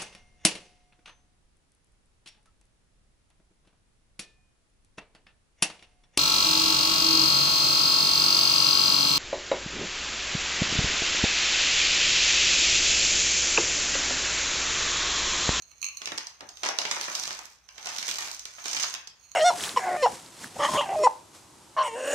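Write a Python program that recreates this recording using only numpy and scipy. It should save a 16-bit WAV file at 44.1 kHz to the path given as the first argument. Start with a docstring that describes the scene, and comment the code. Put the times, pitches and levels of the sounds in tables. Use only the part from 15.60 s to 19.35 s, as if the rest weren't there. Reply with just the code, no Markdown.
"""Small gravel lands in a plastic flower pot in three surges, as short cracks and knocks, in a furnished room.
Each stone excites many short, damped resonances of the pot wall and bed (modal synthesis).
The gravel slides out of a tilted glass bowl: ticks and slips excite the hand-damped glass, which rings briefly.
The room answers with decaying noise, over a steady room tone."""
import sys
import numpy as np
from scipy import signal
from scipy.fft import rfft, irfft
from scipy.io import wavfile
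from scipy.ndimage import uniform_filter1d

SR = 44100
rng = np.random.default_rng(int(sys.argv[2]) if len(sys.argv) > 2 else 0)


def dump(signal):
    """Clip the signal to [-1, 1] and save it as 16-bit WAV at the path in sys.argv[1]."""
    limited = np.clip(np.atleast_2d(signal).T, -1, 1)
    pcm = np.round(limited * 32767).astype(np.int16)
    wavfile.write(sys.argv[1], SR, pcm)


N = 165375

STONE_SPREAD_DB = 5.5   # scale of the exponential spread of stone sizes
OPPOSITE = np.array([[1], [-1]])   # the side signal enters left and right with opposite sign


def amp(db):
    """Level definition: amplitude ratio of a level in dB."""
    return 10 ** (np.asarray(db) / 20)


def rms_one(x):
    """Normalisation: scale a signal to a root mean square of one."""
    return x / np.sqrt(np.mean(x ** 2) + 1e-20)


def at_hz(points, hz):
    """Logarithmic pitch scale: interpolate a table of (frequency [Hz], value) over log frequency."""
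    p = np.array(points, float)
    return np.interp(np.log(np.maximum(hz, 1)), np.log(np.maximum(p[:, 0], 1)), p[:, 1])


def shower(per_s, spread_db, count):
    """Poisson process: random impacts of uneven size, with the summed power of 1000 unit impacts a second."""
    draw = rng.random((count, 2))
    s = -np.cumsum(np.log(1 - draw[:, 0])) / per_s
    size_db = -spread_db * np.log(np.maximum(draw[:, 1], .05))
    size_db = size_db - 10 * np.log10(np.mean(amp(2 * size_db)) * per_s / 1000)
    kept = s < N / SR
    return s[kept], size_db[kept], kept


def train(s, heights):
    """Impulsive excitation: one click per impact, at its nearest earlier sample."""
    sample = np.clip((s * SR).astype(int), 0, N - 1)
    return np.bincount(sample, heights, N) + 1e-18


def placed(x, pan_db, lead_s):
    """Stereo localisation: a level difference (left minus right) and a lead of the left side."""
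    t = np.arange(N)
    left, right = x * np.ones((2, 1))
    late_right = np.interp(t - lead_s * SR, t, right)
    return np.array([amp(pan_db / 2) * left, amp(-pan_db / 2) * late_right])


# spectrum of the room tone: (frequency [Hz], relative level [dB per Hz])
HUSH_SPECTRUM = [(25, -31), (55, 11), (130, -1), (330, -9.5), (1150, -4.5), (6300, -13), (10000, -24),
                 (16000, -28)]
HUSH_DB = -66


def hush():
    """Stationary noise: filtered Gaussian noise, partly correlated between the sides, as room tone."""
    colour = amp(at_hz(HUSH_SPECTRUM, np.fft.rfftfreq(N, 1 / SR)))
    mid, side = irfft(rfft(rng.standard_normal((2, N))) * colour, N)
    return amp(HUSH_DB) * rms_one(mid + .5 * side * OPPOSITE)


# reverberation time of the room: (frequency [Hz], time to fall 60 dB [s])
REVERBERATION = [(200, 0.22), (1000, 0.52), (4000, 0.24), (12000, 0.12)]
ROOM_DB, FIRST_ECHO_S = -0.5, 0.0012
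ALIKE_BELOW_HZ = 390   # the echoes of the two sides are similar in the bass


def room(x):
    """Diffuse reverberation: octave bands of exponentially decaying noise, whose sides share mostly the bass."""
    t, tail = np.arange(int(.7 * SR)) / SR, 0
    for low in 90 * 2. ** np.arange(8):
        band = signal.butter(2, [low, min(2 * low, .45 * SR)], "band", fs=SR, output="sos")
        noise = signal.sosfilt(band, rng.standard_normal((2, len(t))))
        mid, side = noise * amp(-60 * t / at_hz(REVERBERATION, 0.89 * low))
        alike = 1 / (1 + (low / ALIKE_BELOW_HZ) ** 2)   # correlation of left and right
        tail = tail + np.sqrt(1 + alike) * mid + np.sqrt(1 - alike) * side * OPPOSITE
    tail = tail * np.clip(t / FIRST_ECHO_S - 1, 0, 1)   # silent until the first echo
    tail = tail / np.sqrt(np.sum(tail ** 2) / 2)
    return amp(ROOM_DB) * signal.fftconvolve(x[None], tail)[:, :N]


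# stones ticking on the glass: (time [s], relative level [dB], extra level of the low modes [dB])
GLASS_TICKS = [(0.0207, -40.5, -4), (0.1148, -44, 6), (0.216, -29.5, -8), (0.2275, -26, 6.5),
               (0.2427, -26, 2.5), (0.2513, -29.5, -5), (0.264, -32, 5), (0.2859, -33.5, 7.5),
               (0.3704, -29, -2), (3.6952, -54, -7), (3.716, -38, -2)]
# gravel sliding on the glass: (time [s], relative level [dB])
GLASS_SLIDE = [(0, -67.5), (.24, -61), (.6, -53.5), (.78, -69), (1.0, -57), (1.7, -48), (1.9, -88),
               (2.12, -60.5), (2.5, -47), (2.88, -62), (3.0, -52), (3.25, -42), (3.55, -77), (3.63, -60.5),
               (3.75, -63)]
# modes of the bowl: (frequency at pitch share one [Hz], relative level [dB], time to fall 60 dB [s])
BOWL_MODES = [(1158, -23, 0.013), (2334, -19, 0.018), (2570, -12.5, 0.0071), (2800, -10.5, 0.0045),
              (4250, -7, 0.011), (5880, -4, 0.0043), (6476, -1.5, 0.013), (9010, -17, 0.013),
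              (12000, -17, 0.0034), (15400, -21, 0.0073)]
# pitch of the loaded bowl: (time [s], share of the mode frequency [ratio])
LOAD_PITCH = [(0, 1), (.45, 1), (1.3, .95), (2.4, .945), (3.0, .99), (3.6, 1.012)]
SLIPS_PER_S, MAX_SLIPS = 900, 6000
TICK_DB, SLIDE_DB = 2.5, 2.5   # from a table level to the push on the modes
CONTACT_S = .0007   # scatter of the impact moments, and softness of the contact
LOW_MODES_HZ, GLASS_SPREAD_DB = 3500, 2
POUR_START_S, POUR_END_S = .42, 3.55
MUTED_HZ, MUTED_DB = 5000, -8   # gravel moving along the wall mutes the modes below
GRIT_HZ = 5000   # highpass of the bare click of stone on glass, heard between the modes


def bowl():
    """Modal vibration under mass loading: soft impacts excite glass modes, lowered while gravel weighs on the wall."""
    ticks_s, ticks_db, ticks_low_db = np.transpose(GLASS_TICKS)
    slips_s, size_db, _ = shower(SLIPS_PER_S, STONE_SPREAD_DB, count=MAX_SLIPS)
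    slips_db = np.interp(slips_s, *np.transpose(GLASS_SLIDE)) + size_db + SLIDE_DB
    s = np.r_[ticks_s, slips_s]
    db = np.r_[ticks_db + TICK_DB, slips_db]
    low_db = np.r_[ticks_low_db, np.zeros(len(slips_s))]
    muted_db = MUTED_DB * ((s > POUR_START_S) & (s < POUR_END_S))
    chance = rng.standard_normal((len(s), len(BOWL_MODES)))

    grit = train(s + CONTACT_S * np.abs(chance[:, 0]), amp(db) * np.sign(chance[:, 1]))
    out = signal.sosfilt(signal.butter(1, GRIT_HZ, "high", fs=SR, output="sos"), grit)

    # integrated pitch share: phase per Hz of mode frequency, in turns
    turns = np.cumsum(np.interp(np.arange(N) / SR, *np.transpose(LOAD_PITCH))) / SR
    soft = np.exp(-1 / (CONTACT_S * SR))
    for k, (hz, mode_db, t60) in enumerate(BOWL_MODES):
        push_db = db + mode_db + GLASS_SPREAD_DB * chance[:, k]
        push_db = push_db + low_db * (hz < LOW_MODES_HZ) + muted_db * (hz < MUTED_HZ)
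        clicks = train(s + CONTACT_S * np.abs(chance[:, k - 1]), amp(push_db))
        # decay is filtered at zero frequency, then turned back up to the gliding mode
        spin = np.exp(2j * np.pi * hz * turns)
        struck = signal.lfilter([1 - soft], [1, -soft], clicks / spin)
        ringing = signal.lfilter([1], [1, -amp(-60 / (t60 * SR))], struck)
        out = out + (spin * ringing).imag
    return out


# stones landing in the pot: (time [s], relative level of the crack [dB], of the knock [dB], of the middle [dB])
POT_LANDINGS = [(0.417, -25.5, -47, -36), (0.4569, -18.5, -63, -36.5), (0.4728, -21, -47, -33.5),
                (0.5191, -21, -33, -31), (0.5769, -18.5, -67.5, -35), (0.5811, -16.5, -40.5, -35),
                (0.6692, -17, -65, -62), (0.8066, -26.5, -39, -42), (0.8245, -65, -37.5, -70),
                (0.8895, -23.5, -48, -59), (0.9708, -28.5, -82, -50), (1.0328, -13, -27, -28.5),
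                (1.039, -23, -30, -28), (1.0596, -26, -33.5, -20.5), (1.0878, -10.5, -25, -39),
                (1.1864, -8, -29.5, -30.5), (1.216, -17, -42.5, -28), (1.2519, -19.5, -29.5, -25.5),
                (1.312, -10.5, -30, -28.5), (1.3645, -29, -27.5, -34.5), (1.411, -12, -37.5, -35),
                (1.4821, -40, -35.5, -30), (1.551, -11.5, -57, -42), (1.587, -39, -61, -39),
                (1.5967, -17, -57, -63), (1.628, -21, -45, -55), (1.6349, -15.5, -52, -36.5),
                (1.654, -29, -59, -40), (1.6759, -19, -37.5, -41), (1.706, -20.5, -39, -37),
                (1.7902, -27, -41, -41.5), (1.854, -30.5, -76, -67), (2.0878, -32, -54, -48.5),
                (2.1799, -29, -50, -42.5), (2.2272, -28, -62, -57), (2.2582, -20.5, -38, -39),
                (2.2696, -22.5, -74, -32), (2.363, -22, -48, -40), (2.3839, -16, -50, -38.5),
                (2.427, -20.5, -45, -33), (2.4811, -15.5, -39, -39), (2.4878, -16, -44.5, -29.5),
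                (2.5004, -21, -42, -43), (2.5119, -13.5, -49, -34), (2.5566, -24.5, -68, -44),
                (2.584, -20.5, -36.5, -30.5), (2.622, -27, -41.5, -35.5), (2.7141, -20, -68, -56),
                (2.7463, -24, -68, -62), (2.794, -22.5, -66, -56), (2.8534, -20.5, -51, -42),
                (2.9824, -46, -46, -41), (3.0412, -25, -60, -48), (3.056, -18.5, -37, -33),
                (3.147, -27, -44, -31), (3.1655, -16, -38.5, -29), (3.171, -17, -53, -32),
                (3.1978, -16, -44, -34), (3.206, -25, -52, -36), (3.2273, -12, -54, -36.5),
                (3.233, -12.5, -50, -39), (3.239, -32, -36, -27.5), (3.3394, -16, -47, -41),
                (3.3484, -24, -45.5, -35.5), (3.4729, -22, -53, -58)]
# the stream of lesser stones: (time [s], relative level of the crack [dB], of the knock [dB],
# extra level of the fizz as stone meets stone [dB])
POT_STREAM = [(.4, -71, -56, -2), (.47, -51, -56, 1.5), (.62, -58, -68, -7), (.85, -86, -64, -5),
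              (1.0, -76, -60, 1), (1.05, -37.5, -46, -3), (1.15, -55, -70, -6), (1.28, -40.5, -48.5, 1),
              (1.5, -45, -43, 9.5), (1.7, -41.5, -52.5, 3), (1.82, -55, -49.5, 16), (1.931, -63.5, -85, 16),
              (2.06, -84, -96, -16), (2.18, -57, -46, -4), (2.3, -44, -41.5, 10), (2.5, -41, -52, 9.5),
              (2.681, -43.5, -42, 15.5), (2.78, -58, -67, 9.5), (3.03, -54, -56, 6), (3.079, -36.5, -43, 6),
              (3.221, -38.5, -49, -1), (3.3, -42.5, -61, 8), (3.45, -85, -63, -3)]
# colour of a landing: (frequency [Hz], relative level [dB])
POT_COLOUR = [(70, -22), (160, -25), (300, -15.5), (520, -16), (720, -2.5), (1300, -3.5), (2400, -5),
              (4300, -1.5), (6200, 1.5), (7400, -10.5), (10500, -26), (15500, -31.5)]
STONES_PER_S, MAX_STONES = 650, 6500
CRACK_DB, LANDING_DB, STREAM_DB = -10, 9.5, -2.5   # from a table level to the push on the modes
BOOM_HZ, KNOCK_HZ, MIDDLE_HZ, CRACK_HZ, FIZZ_HZ = 373, 720, 2220, 5440, 13100
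BOOM_DB_PER_S = -8   # as the pot fills, stone falls on stone: less boom
RING_CYCLES, LONGEST_RING_S = 37.2, 0.082   # a mode falls 60 dB in this many cycles, or in this time if sooner
MODE_SPREAD_DB = 4
LANDING_SPREAD = 0.41   # share of the random mode spread given to the listed landings
SMEAR_S, SIDE_SMEAR = .0013, .08   # scatter of the modes' moments; share that differs between the sides
SIDE_SPREAD_DB = 6.5   # each mode of each stone favours a side
BASS_CUT_HZ = 61


def pot():
    """Modal superposition: each stone excites many short resonances of wall and bed, each at its own moment."""
    s, size_db, _ = shower(STONES_PER_S, STONE_SPREAD_DB, count=MAX_STONES)
    when, stream_crack, stream_knock, fizz = np.transpose(POT_STREAM)
    crack = np.interp(s, when, stream_crack, -120, -120) + size_db + STREAM_DB
    knock = np.interp(s, when, stream_knock, -120, -120) + size_db + STREAM_DB
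    stream = np.transpose([s, crack, knock, (knock + crack) / 2])
    landings = np.array(POT_LANDINGS) + [0, CRACK_DB, LANDING_DB, LANDING_DB]
    s, crack, knock, middle = np.vstack([landings, stream]).T
    boom = knock + BOOM_DB_PER_S * (s - 2)
    levels = np.transpose([boom, knock, middle, crack, crack + np.interp(s, when, fizz)])

    pitches = np.geomspace(70, 15500, num=58)
    anchors = np.log([BOOM_HZ, KNOCK_HZ, MIDDLE_HZ, CRACK_HZ, FIZZ_HZ])
    chance = rng.standard_normal((len(s), 4, len(pitches)))
    moment, strength, lean, side_moment = chance.transpose(1, 0, 2)
    # each stone favours a few neighbouring modes
    strength = rms_one(uniform_filter1d(strength, size=4, axis=1))
    strength[:len(landings)] *= LANDING_SPREAD

    out = 0
    for k, hz in enumerate(pitches):
        # weight of each of the five levels at this pitch
        share = np.array([np.interp(np.log(hz), anchors, one) for one in np.eye(5)])
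        db = levels @ share + at_hz(POT_COLOUR, hz) + 20 * np.log10(hz / CRACK_HZ)
        db = db + MODE_SPREAD_DB * np.tanh(strength[:, k])
        clicks = []
        for side in (.5, -.5):   # left, right
            delay = SMEAR_S * np.abs(moment[:, k] + side * SIDE_SMEAR * side_moment[:, k])
            side_db = db + side * SIDE_SPREAD_DB * np.tanh(lean[:, k])
            clicks.append(train(s + delay, amp(side_db) * (-1) ** k))
        # two-pole resonator: a decaying sine per click
        r = amp(-60 / (min(RING_CYCLES / hz, LONGEST_RING_S) * SR))
        w = 2 * np.pi * hz / SR
        out = out + signal.lfilter([0, np.sin(w)], [1, -2 * r * np.cos(w), r * r], clicks)
    return signal.sosfilt(signal.butter(2, BASS_CUT_HZ, "high", fs=SR, output="sos"), out)


BOWL_PAN_DB, POT_PAN_DB, POT_LEAD_S = -13.5, -6.5, .00025   # pan is left minus right; the left side leads
SPOT_S = .03   # a spot among four is drawn this often


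def scene():
    """Superposition of direct sound, echo and room tone; the source wanders among four spots, each with its echo."""
    stones, glass = pot(), bowl()
    spot = np.repeat(rng.integers(0, 4, N // 100), int(SPOT_S * SR))[:N]
    both = stones.mean(axis=0) + glass
    echo = 0
    for k in range(4):
        presence = uniform_filter1d(1. * (spot == k), size=200)
        echo = echo + room(both * presence)
    direct = placed(stones, POT_PAN_DB, POT_LEAD_S) + placed(glass, BOWL_PAN_DB, 0)
    return direct + echo + hush()


# colour of the microphone pair: (frequency [Hz], left minus right [dB])
PAIR_COLOUR = [(100, 1.5), (3500, 3), (6800, -4), (10000, -1.5), (14000, 6)]
STOPBAND_HZ = 16200   # from here up the sound is at least 60 dB down


def record(dry):
    """Linear filtering: the two microphones differ in frequency response, and a lowpass cuts the top."""
    tilt_db = at_hz(PAIR_COLOUR, np.fft.rfftfreq(N, 1 / SR)) / 2
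    paired = irfft(rfft(dry) * amp([tilt_db, -tilt_db]), N)
    return signal.sosfilt(signal.cheby2(14, 60, STOPBAND_HZ, fs=SR, output="sos"), paired)


dry = scene()
out = record(dry)
dump(out)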